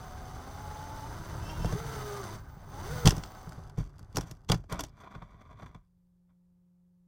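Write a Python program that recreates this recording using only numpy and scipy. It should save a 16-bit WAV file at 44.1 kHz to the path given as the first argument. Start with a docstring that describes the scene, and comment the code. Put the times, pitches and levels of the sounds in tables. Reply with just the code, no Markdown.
"""On a grassy field, heard from inside the cockpit of an electric model buggy that jumps a mound.
Its motor sings, its gears rasp and its steering servo whines; it revs in the air and lands hard.
As it tumbles over stony dirt, the chassis thuds, plastic parts clack, the shell scrapes along the
ground and sand patters down. Wind and rough ground rumble underneath.
At rest on its roof, only the straining servo hums in the faint open air."""
import sys
import numpy as np
from scipy import signal
from scipy.fft import rfft, irfft
from scipy.io import wavfile
from scipy.ndimage import uniform_filter1d

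SR = 44100
rng = np.random.default_rng(int(sys.argv[2]) if len(sys.argv) > 2 else 0)


def pcm_store(signal):
    """Save signal as 16-bit PCM."""
    levels = np.round(np.clip(np.atleast_2d(signal), -1, 1) * 32767)
    wavfile.write(sys.argv[1], SR, levels.astype(np.int16).T)


N = 311787
TIME = np.arange(N) / SR

# How fast the motor spins: time_s, turns_per_s
MOTOR_SPEED = [(0, 248), (.24, 246), (.40, 250), (.53, 274), (.72, 284), (1.03, 293), (1.12, 320),
               (1.68, 320), (1.80, 454), (1.93, 443), (2.20, 393), (2.29, 327), (2.40, 340), (2.68, 220),
               (2.81, 310), (2.93, 504), (3.03, 480), (3.18, 253)]
# How hard it works, with 0 as full throttle: time_s, load_db
MOTOR_LOAD = [(0, -9), (.35, -9.5), (.72, -6), (1.28, -6.5), (1.86, -0.5), (2.2, -.5), (2.35, -5),
              (2.42, -20), (2.65, -18.5), (2.75, -8.5), (2.95, 1.5), (3.04, 0.5), (3.22, -13),
              (3.54, -14.5), (3.85, -36.5), (4.15, -29.5), (4.45, -37.5)]
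def drivetrain():
    """The motor turns the gears and a slower shaft; the harder it works, the louder they all get."""
    speed, = in_time(MOTOR_SPEED)
    load_db, = in_time(MOTOR_LOAD)
    flutter = .013 * drift(160)
    flutter += .04 * during([(1.10,), (1.72,)]) * drift(120)  # the wheels skip up the mound
    turn = 2 * np.pi * np.cumsum(speed * (1 + flutter)) / SR
    shaft = .305 * turn
    return (motor(speed, turn, shaft, load_db) + gears(turn, shaft, load_db)) * during(MOTOR_LOAD)


# The motor's mount boosts tones that sweep past these pitches: pitch_hz, width_hz, boost_db
MOUNT_RINGS = [(410, 28, 12.5), (477, 26, 9), (749.6, 45, 13), (859.7, 56, 17.5)]
# Tone colour of the low growl of motor and gears: pitch_hz, level_db
GROWL_COLOUR = [(120, -34), (200, 0), (225, -10), (357, -11), (410, -7), (467, -13), (509, -9.5), (852, -7),
                (928, -9.5), (1230, -8), (2600, -30), (3380, -67.5), (5720, -120)]
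def motor(speed, turn, shaft, load_db):
    """The slightly unbalanced motor sings once per turn and buzzes with unsteady overtones."""
    acceleration = np.gradient(speed, 1 / SR).clip(0)
    bite = from_db(1.5 * np.tanh(acceleration / 350))  # overtones grow while it speeds up
    bite = uniform_filter1d(bite, size=SR // 25)
    wobble = from_db([2.6 * drift(70) for _ in range(3)])
    unbalance = from_db(-51) * wobble[0] * np.sin(turn)
    third_harmonic = from_db(-55.5) * bite * wobble[1] * np.sin(3 * turn + .5 * drift(140))
    shaft_tone = from_db(-42) * wobble[2] * np.sin(shaft)
    overtones = sum((1 + .6 * drift(45)) * np.sin(k * turn + k * k + .7 * drift(140))
                    for k in range(2, 8))
    buzz = from_db(-51.5) * bite * rms_one(coloured(overtones, GROWL_COLOUR))
    tones = through(unbalance + third_harmonic, MOUNT_RINGS) + shaft_tone + buzz
    return from_db(1.2 * load_db) * tones


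# Tone colour of the gear teeth's hiss: pitch_hz, level_db
HISS_COLOUR = [(1180, -31.5), (2000, 3.5), (2510, -8.5), (4730, -2), (5580, -4), (6140, 0), (6640, -9),
               (9250, -8.5), (13000, -14.5), (14800, -11.5), (16000, -14.5)]
# Where the gearbox rings: pitch_hz, width_hz, boost_db
GEARBOX_RINGS = [(1210, 90, -1.5), (1544, 110, 5), (3030, 62, 11), (3534, 170, 7), (4680, 96, 3.5),
                 (6275, 180, 7), (7260, 78, 8), (7720, 44, 10.5), (9100, 83, 7), (9300, 120, 3)]
def gears(turn, shaft, load_db):
    """Gear teeth rasp in step with the motor's turns and make the gearbox ring."""
    # loose gears blur the shaft's overtones
    blur = sum(drift(32) * np.sin(k * shaft) + drift(32) * np.cos(k * shaft) for k in range(2, 18))
    contact = rms_one(from_db(2.2 * np.sin(turn) + np.sin(shaft) + drift(70)))
    teeth = rms_one(contact * grains(per_s=9000, spread_db=6))
    growl = coloured(teeth, GROWL_COLOUR) + .7 * rms_one(coloured(blur, GROWL_COLOUR))
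    hiss = coloured(contact * grains(per_s=16000, spread_db=3), HISS_COLOUR)
    rasp = from_db(-46 + .67 * load_db) * growl
    rasp += from_db(-52 + load_db) * cockpit(hiss, ring_db=-11, ring_s=.012)
    return through(rasp, GEARBOX_RINGS)


REBOUND_S, REBOUND_LOSS_DB, REBOUND_SOFTENING = .018, 9.5, .65
# Blows on the chassis, the car's frame, each with its own strength and brightness:
# time_s, level_db, brightness_hz
BLOWS = [(1.324, -32, 300.4), (1.596, -21, 200.5), (1.646, -18.5, 453), (1.728, -20, 500),
         (2.565, -36.5, 300), (3.047, -9, 250), (3.061, -6, 399), (3.123, -25.5, 920), (3.171, -23, 230),
         (3.469, -28.5, 251.5), (3.576, -32.5, 300), (3.778, -18.5, 301), (3.805, -26.5, 254),
         (4.004, -37.5, 250.3), (4.145, -29, 300), (4.173, -22, 887), (4.23, -31, 243), (4.312, -34.5, 300),
         (4.4972, -14.5, 1200), (4.531, -16.5, 409.3), (4.721, -25.5, 399.7), (4.794, -39.5, 800),
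         (4.849, -46, 200), (5.34, -43, 300), (5.156, -33.5, 400), (5.221, -39.5, 390), (5.627, -36.5, 400),
         (5.749, -41, 397)]
# The notes the chassis rings at, and how long each takes to fall 60 dB: pitch_hz, level_db, ring_s
CHASSIS_NOTES = [(43.4, -13, 0.35), (69.5, -13.5, .16), (118.75, -0.5, 0.063), (169.6, -3.5, 0.09),
                 (230, -9.5, 0.048), (292, -14.5, 0.063), (309.4, -15.5, 0.12), (413.7, -1, 0.015),
                 (474, -2, 0.032), (740, -14.5, 0.052), (840, -12, 0.069), (1200, -18, .05)]
def thuds():
    """Each blow and its softer rebound ring the chassis; dull blows reach only its low notes."""
    force = np.zeros(N)
    age = np.arange(SR // 20) / SR
    for time_s, level_db, brightness_hz in BLOWS:
        for bounce in range(2):
            push = age * np.exp(-2 * np.pi * brightness_hz * REBOUND_SOFTENING ** bounce * age)
            strength = from_db(level_db - bounce * REBOUND_LOSS_DB)
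            start = round((time_s + bounce * REBOUND_S) * SR)
            force[start:start + len(age)] += strength * push / push.sum()
    out = np.zeros(N)
    for k, (pitch_hz, level_db, ring_s) in enumerate(CHASSIS_NOTES):
        fade, step = from_db(-60 / (ring_s * SR)), 2 * np.pi * pitch_hz / SR
        note = signal.lfilter([0, np.sin(step)], [1, -2 * fade * np.cos(step), fade ** 2], force + 1e-18)
        out += (-1) ** k * from_db(level_db) * note
    return out


LEAD_SAMPLES = SR // 100  # room for the build-up before a knock
# Knocks of plastic and stones; hollow_db is added to crack_db for the hollow part:
# time_s, crack_db, hollow_db, treble_boost_db, pitch_hz
KNOCKS = [(1.646, -53, 21, 8, 5440), (1.6584, -45.5, -11, 3, 2950), (1.725, -47, 10, -3, 6300),
          (3.057, -24.5, -1, -3, 6300), (3.0632, -33, -1, -8, 4780), (3.0744, -16.5, -3.5, -7.5, 2737),
          (3.0835, -32, 9, -7, 3230), (3.0933, -32, -11, 3.5, 5800), (3.1072, -30, -2.5, -0.5, 5104),
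          (3.1228, -48, 13, -13.5, 2760), (3.1666, -51, 8, 8.5, 4940), (3.181, -44, 5, -11, 5560),
          (3.2367, -40, 1.5, -19, 4357), (3.4928, -59, 7, 10, 4650), (3.5214, -56.5, 14.5, 1, 4420),
          (3.6982, -62, 13, -1, 4386), (3.9929, -61, 9, 6.5, 4550), (4.1588, -40, -7, -1, 4680),
          (4.1697, -34.5, 9.5, 9.5, 5684), (4.1837, -39, 10, -13, 5320), (4.21, -41.5, -3, -2, 5840),
          (4.312, -47.5, 3.5, 4.5, 5600), (4.4901, -35.5, -5.5, -13, 3630), (4.4986, -30, 1.5, -17.5, 3400),
          (4.5186, -22, -3.5, -4.5, 4790), (4.5436, -45.5, 14, -17.5, 4540), (4.6399, -67.5, 15, -16, 5810),
          (4.725, -39, -16, 4.5, 5800), (4.7928, -39, 8.5, -16, 6000), (4.807, -36, 2, 3, 5640),
          (4.8371, -39, -1, -0.5, 5850), (4.8487, -50, -1, -17, 3420), (5.1515, -63.5, 10, -14, 2620),
          (5.6216, -75, 5, 0, 4210), (5.748, -62, -3, -8, 3530)]
# Tone colours of the bright crack and of the hollow part: pitch_hz, level_db
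CRACK_COLOUR = [(1060, -40), (1800, -9), (2330, -18), (2740, -6.5), (3880, -11), (4970, -3), (8520, -12),
                (9950, -15.5), (11700, -16), (16000, -23)]
HOLLOW_COLOUR = [(160, -32.5), (280, 3.5), (549, -7), (629, -2), (877, -4), (934, -8), (1200, -13),
                 (2400, -20.5), (3120, -45.5), (5280, -120)]
def clacks():
    """Every knock has a bright crack that rings the part struck, and a longer hollow sound."""
    cracks, hollows = np.zeros((2, N))
    for time_s, crack_db, hollow_db, treble_boost_db, pitch_hz in list(KNOCKS) + rattles(count=3):
        crack = chatter(snap=.5, decay_s=.0028, tail_db=-20, tail_s=.016)
        crack = from_db(crack_db) * through(crack, [(pitch_hz, 260, 7)])
        crack = through(crack, [(13100, 15000, treble_boost_db)])  # sharp stones reach higher than soil
        hollow = chatter(snap=.34, decay_s=.0026, tail_db=-23, tail_s=.033)
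        start = round(time_s * SR) - LEAD_SAMPLES
        span = slice(start, start + len(crack))
        cracks[span] += crack
        hollows[span] += from_db(crack_db + hollow_db) * hollow
    return coloured(cracks, CRACK_COLOUR) + coloured(hollows, HOLLOW_COLOUR)


def chatter(snap, decay_s, tail_db, tail_s, rise_s=.0018):
    """One contact: a brief swell leads in, the hit snaps and buzzes, then loose parts settle."""
    age = np.arange(-LEAD_SAMPLES, SR // 8) / SR
    after = age.clip(0)
    building = .5 * np.exp(-abs(age) / rise_s)
    hit = snap * np.exp(-after / .0007) + np.exp(-after / decay_s)
    settling = from_db(tail_db) * np.exp(-after / tail_s)
    return rng.choice([-1, 1], len(age)) * np.where(age < 0, building, hit + settling)


def rattles(count, longest_s=.066, fade_db_per_s=261, scatter_octaves=.45):
    """Loose parts add a few weaker knocks after each one; the later they come, the fainter."""
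    rows = []
    for time_s, crack_db, hollow_db, treble_boost_db, pitch_hz in KNOCKS:
        for late, detune in rng.random((count, 2)):
            delay_s = longest_s * late
            loss_db = 14.5 + fade_db_per_s * delay_s
            part_hz = pitch_hz * 2 ** (scatter_octaves * (2 * detune - 1))
            rows.append((time_s + delay_s, crack_db - loss_db, hollow_db, treble_boost_db, part_hz))
    return rows


# Short scuffs in the dirt; stones_db is added to grit_db for the stones:
# time_s, grit_db, decay_s, stones_db
DIRT_SCUFFS = [(1.648, -57, 0.007, -14), (1.726, -41, 0.0052, -15), (3.066, -30, 0.016, -5),
               (3.17, -53.5, .08, -8), (3.792, -50, 0.039, -9), (4.172, -44.5, 0.04, -11),
               (4.28, -60, 0.035, -8), (4.498, -36, 0.017, -10.5), (4.525, -33, 0.0098, -18),
               (4.58, -67, 0.04, -6.5), (4.702, -51.5, 0.014, -8), (4.729, -39.5, 0.046, -25.5),
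               (4.798, -39, 0.0075, -4.5), (5.008, -56, .012, -13), (5.042, -52.5, 0.015, -25),
               (5.075, -54, 0.0037, -38), (5.12, -53.5, 0.02, -24), (5.153, -42.5, 0.0062, -31),
               (5.223, -46, 0.0058, -37), (5.414, -58, 0.0043, -14), (5.598, -60.5, 0.019, -13.5),
               (5.626, -49, .009, -22), (5.665, -53, 0.0076, -13), (5.749, -51, 0.0049, -28.5),
               (6.30, -79.5, 0.019, -28)]
# Tone colour of grit under the shell: pitch_hz, level_db
GRIT_COLOUR = [(200, 7), (350, -8.5), (620, -2.5), (950, -5.5), (1350, -8), (1800, -18), (2200, -12),
               (2750, -31), (3600, -22.5), (5000, -32), (8000, -44), (15000, -50.5)]
# The hollow ring of the dragged roof: pitch_hz, width_hz, boost_db
ROOF_RINGS = [(968, 90, 3.5), (1136, 210, 5.5), (2077, 280, 3.5), (3400, 164, 3.5)]
def scraping(slide_start_s=4.98, slide_end_s=5.76, fade_db_per_s=3.5):
    """Grit grinds and stones crunch at each touchdown and in a last slide, which rings the roof."""
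    slid_s = (TIME - slide_start_s).clip(0)
    slide_db = -64 - fade_db_per_s * slid_s + 2 * drift(45)  # jerky, and fading as it slows
    grit_gain = from_db(slide_db) * during([(slide_start_s,), (slide_end_s,)])
    stone_gain = from_db(-20) * grit_gain
    for time_s, grit_db, decay_s, stones_db in DIRT_SCUFFS:
        scuff = from_db(grit_db) * swell(time_s, rise_s=.46 * decay_s, decay_s=decay_s)
        grit_gain += scuff
        stone_gain += from_db(stones_db) * scuff
    grit = coloured(grains(per_s=2400, spread_db=3.6), GRIT_COLOUR)
    stones = coloured(grains(per_s=1100, spread_db=3.8), CRACK_COLOUR)
    grit = cockpit(grit, ring_db=-6, ring_s=.004)
    grit = np.where(slid_s > 0, through(grit, ROOF_RINGS), grit)
    return grit_gain * grit + stone_gain * cockpit(stones, ring_db=0, ring_s=.0021)


def debris(start_s=3.1, end_s=6.3, fade_db_per_s=12):
    """Sand and pebbles thrown up by the crash patter back onto the car, ever fainter."""
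    level_db = -70.5 - fade_db_per_s * (TIME - start_s).clip(0)
    patter = coloured(grains(per_s=110, spread_db=5), CRACK_COLOUR)
    patter = through(patter, [(12000, 4700, 1.9)])  # tiny grains tick high
    patter = cockpit(patter, ring_db=-2.5, ring_s=.0027)
    return from_db(level_db) * during([(start_s,), (end_s,)]) * patter


# Pitches the car's outer shell boosts or dulls: pitch_hz, width_hz, boost_db
SHELL_RINGS = [(750, 17, 1), (888.6, 55, -5), (1000, 210, 5), (1440, 140, 8), (2870, 53.4, 0.5),
               (3220, 190, 3.5), (3430, 100, 8.5), (4960, 110, -10.5), (6000, 150, 3), (6100, 97, -2)]
def shell(contacts):
    """The shell adds its own ring to whatever hits or scrapes it."""
    return through(contacts, SHELL_RINGS)


def cockpit(sound, ring_db, ring_s):
    """Crowded echoes in the small plastic cabin add a brief ring."""
    age = np.arange(SR // 20) / SR
    echoes = rng.standard_normal(len(age)) * np.exp(-age / ring_s)
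    return sound + from_db(ring_db) * signal.oaconvolve(sound, echoes / np.linalg.norm(echoes))[:N]


# The whine of the servo, the little motor that steers: time_s, pitch_hz, level_db
STEERING_WHINE = [(1.3, 2383, -71), (1.36, 2443, -77), (1.46, 2658, -54.5), (1.56, 2790, -61),
                  (1.6, 2625, -60), (1.68, 2740, -58), (1.75, 2820, -77)]
# How loud it hums as it strains: time_s, level_db
HUM_LEVEL = [(5.6, -88), (5.8, -73), (6.0, -68), (6.4, -65.5), (7.07, -64.5)]
# The mix of tones in that hum: pitch_multiple, level_db
HUM_TONES = [(1, 4), (2, -21.5), (3, -21.5), (4, -39.5), (5, -34)]
def servo(hum_hz=177.3):
    """The servo's gears whine roughly as it steers; later it hums against the jammed wheels."""
    pitch_hz, whine_db = in_time(STEERING_WHINE)
    hum_db, = in_time(HUM_LEVEL)
    rough_hz = pitch_hz * (1 + .024 * drift(1200) + .009 * drift(60))
    phase = 2 * np.pi * np.cumsum(rough_hz) / SR
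    whine = np.sin(phase) + from_db(-1) * np.sin(1.15 * phase) + from_db(-1.5) * np.sin(2 * phase)
    whine *= from_db(3 * drift(70)) * during(STEERING_WHINE)
    hum = sum(from_db(db) * np.sin(2 * np.pi * multiple * hum_hz * TIME) for multiple, db in HUM_TONES)
    return from_db(whine_db) * whine + from_db(hum_db) * rms_one(hum) * during(HUM_LEVEL)


# The overall rise and fall of the motor drive's whistle: time_s, level_db
WHISTLE_LEVEL = [(0.0, -71), (0.24, -77), (0.7, -72), (1.53, -74), (2.08, -66), (2.19, -68), (2.4, -77),
                 (2.63, -75), (3.01, -64.5), (3.32, -69), (3.52, -80.5)]
# Its thin bands of noise: pitch_hz, width_hz, level_db, db_per_load_db
WHISTLE_PITCHES = [(14830, 200, 2.5, 0.5), (15180, 82, 1.5, -0.05), (15800, 130, -2.5, 0.6)]
def whistle():
    """The motor drive whistles unsteadily near the top of hearing; the load shifts its mix of pitches."""
    load_db, = in_time(MOTOR_LOAD)
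    overall_db, = in_time(WHISTLE_LEVEL)
    out = np.zeros(N)
    for pitch_hz, width_hz, level_db, db_per_load_db in WHISTLE_PITCHES:
        band = resonance(rng.standard_normal(N), pitch_hz, width_hz)
        band = rms_one(resonance(band, pitch_hz, width_hz))
        out += from_db(level_db + db_per_load_db * load_db + 1.4 * drift(3.4)) * band
    return from_db(overall_db) * out * during(WHISTLE_LEVEL)


# How loud wind and ground rumble: time_s, level_db
RUMBLE_LEVEL = [(0, -44.5), (.49, -47), (1.28, -42), (1.68, -38.5), (2.15, -48), (2.35, -43.5), (2.6, -50),
                (2.92, -39), (3.3, -51.5), (3.85, -47), (4.02, -50), (4.62, -57.5), (4.82, -44),
                (4.96, -59), (5.4, -58.5), (5.68, -51), (5.87, -74.5), (7.07, -77)]
# The rumble's deep tone colour: pitch_hz, level_db
DEEP_COLOUR = [(12, -33), (20, 2.5), (96, 4), (150, 0), (225, -19.5), (275, -14), (311, -21.5),
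               (400, -15.5), (520, -43.5), (880, -120)]
def rumble():
    """Wind and rough ground shake the cockpit, and each blow shakes it more for a moment."""
    level_db, = in_time(RUMBLE_LEVEL)
    shake = sum(from_db(blow_db - 21.5) * swell(time_s + REBOUND_S, rise_s=.01, decay_s=.04)
                for time_s, blow_db, _ in BLOWS)
    gain = np.hypot(from_db(level_db), shake) * from_db(.97 * drift(27))
    return gain * coloured(rng.standard_normal(N), DEEP_COLOUR)


# Tone colour of the open air: pitch_hz, level_db
AIR_COLOUR = [(200, -0.5), (500, -4.5), (950, -3), (1400, -10), (2500, -17), (15000, -16.5)]
def air():
    """Air over the field makes a faint, steady hush."""
    return from_db(-89.5) * coloured(rng.standard_normal(N), AIR_COLOUR)


def from_db(db):
    """Turn decibels into a number to multiply by."""
    return 10 ** (np.asarray(db) / 20)


def rms_one(sound):
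    """Scale to an average strength (rms) of 1."""
    return sound / np.sqrt(np.mean(sound ** 2) + 1e-20)


def in_time(rows):
    """Join a table's points with straight lines: one value per sample for each column after time."""
    times_s, *columns = np.transpose(rows)
    return [np.interp(TIME, times_s, column) for column in columns]


def during(rows):
    """1 from the first row's time to the last row's, fading quickly outside."""
    outside_s = np.maximum(rows[0][0] - TIME, TIME - rows[-1][0]).clip(0)
    return np.exp(-outside_s / .03)


def swell(peak_s, rise_s, decay_s):
    """A loudness curve that rises to 1 at peak_s and dies away."""
    away = np.maximum(((peak_s - TIME).clip(0) / rise_s) ** 2, (TIME - peak_s) / decay_s)
    return np.exp(-np.minimum(away, 30))


def drift(per_s):
    """A random wander around 0, typically about 1 in size."""
    points = rng.standard_normal(N // 8)
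    return np.interp(TIME * per_s, np.arange(len(points)), points) * np.sqrt(3 / 2)


def grains(per_s, spread_db):
    """Tiny random contacts of very unequal size."""
    sizes = from_db(spread_db * np.minimum(rng.exponential(1, N), 4)) * rng.choice([-1, 1], N)
    return rms_one(sizes * (rng.random(N) < per_s / SR))


def coloured(sound, colour, cut_db_per_octave=31.2):
    """Give a sound a tone colour, cutting pitches beyond the table; white noise keeps its power."""
    size = 8192
    hz, db = np.transpose(colour)
    octave = np.log2(np.maximum(np.arange(size // 2 + 1), .5) * SR / size)
    beyond = np.maximum(np.log2(hz[0]) - octave, octave - np.log2(hz[-1])).clip(0, 2)
    gain = rms_one(from_db(np.interp(octave, np.log2(hz), db) - cut_db_per_octave * beyond))
    # fold the filter so that it rings only after a hit, never before
    cepstrum = irfft(np.log(gain))
    cepstrum[1:size // 2] *= 2
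    cepstrum[size // 2 + 1:] = 0
    return signal.oaconvolve(sound, irfft(np.exp(rfft(cepstrum))))[:N]


def resonance(sound, pitch_hz, width_hz):
    """Keep only the band around one pitch."""
    fade = np.exp(-np.pi * width_hz / SR)
    feedback = [1, -2 * fade * np.cos(2 * np.pi * pitch_hz / SR), fade ** 2]
    return signal.lfilter(np.array([1, 0, -1]) * (1 - fade ** 2) / 2, feedback, sound + 1e-18)


def through(sound, rings):
    """Pass a sound through a part whose rings each boost or dull one band."""
    return sound + sum((from_db(db) - 1) * resonance(sound, hz, width_hz) for hz, width_hz, db in rings)


def scene():
    """Everything is heard from inside the car, in one channel; the open field returns no echo."""
    crash = shell(clacks() + scraping() + debris())
    hush = air()
    return (drivetrain() + whistle() + servo() + rumble() + thuds() + crash + hush)[None]


def record(dry, cutoff_hz=16000):
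    """Cut away the very highest treble."""
    return signal.sosfilt(signal.ellip(10, .1, 80, cutoff_hz, fs=SR, output="sos"), dry)


dry = scene()
out = record(dry)
pcm_store(out)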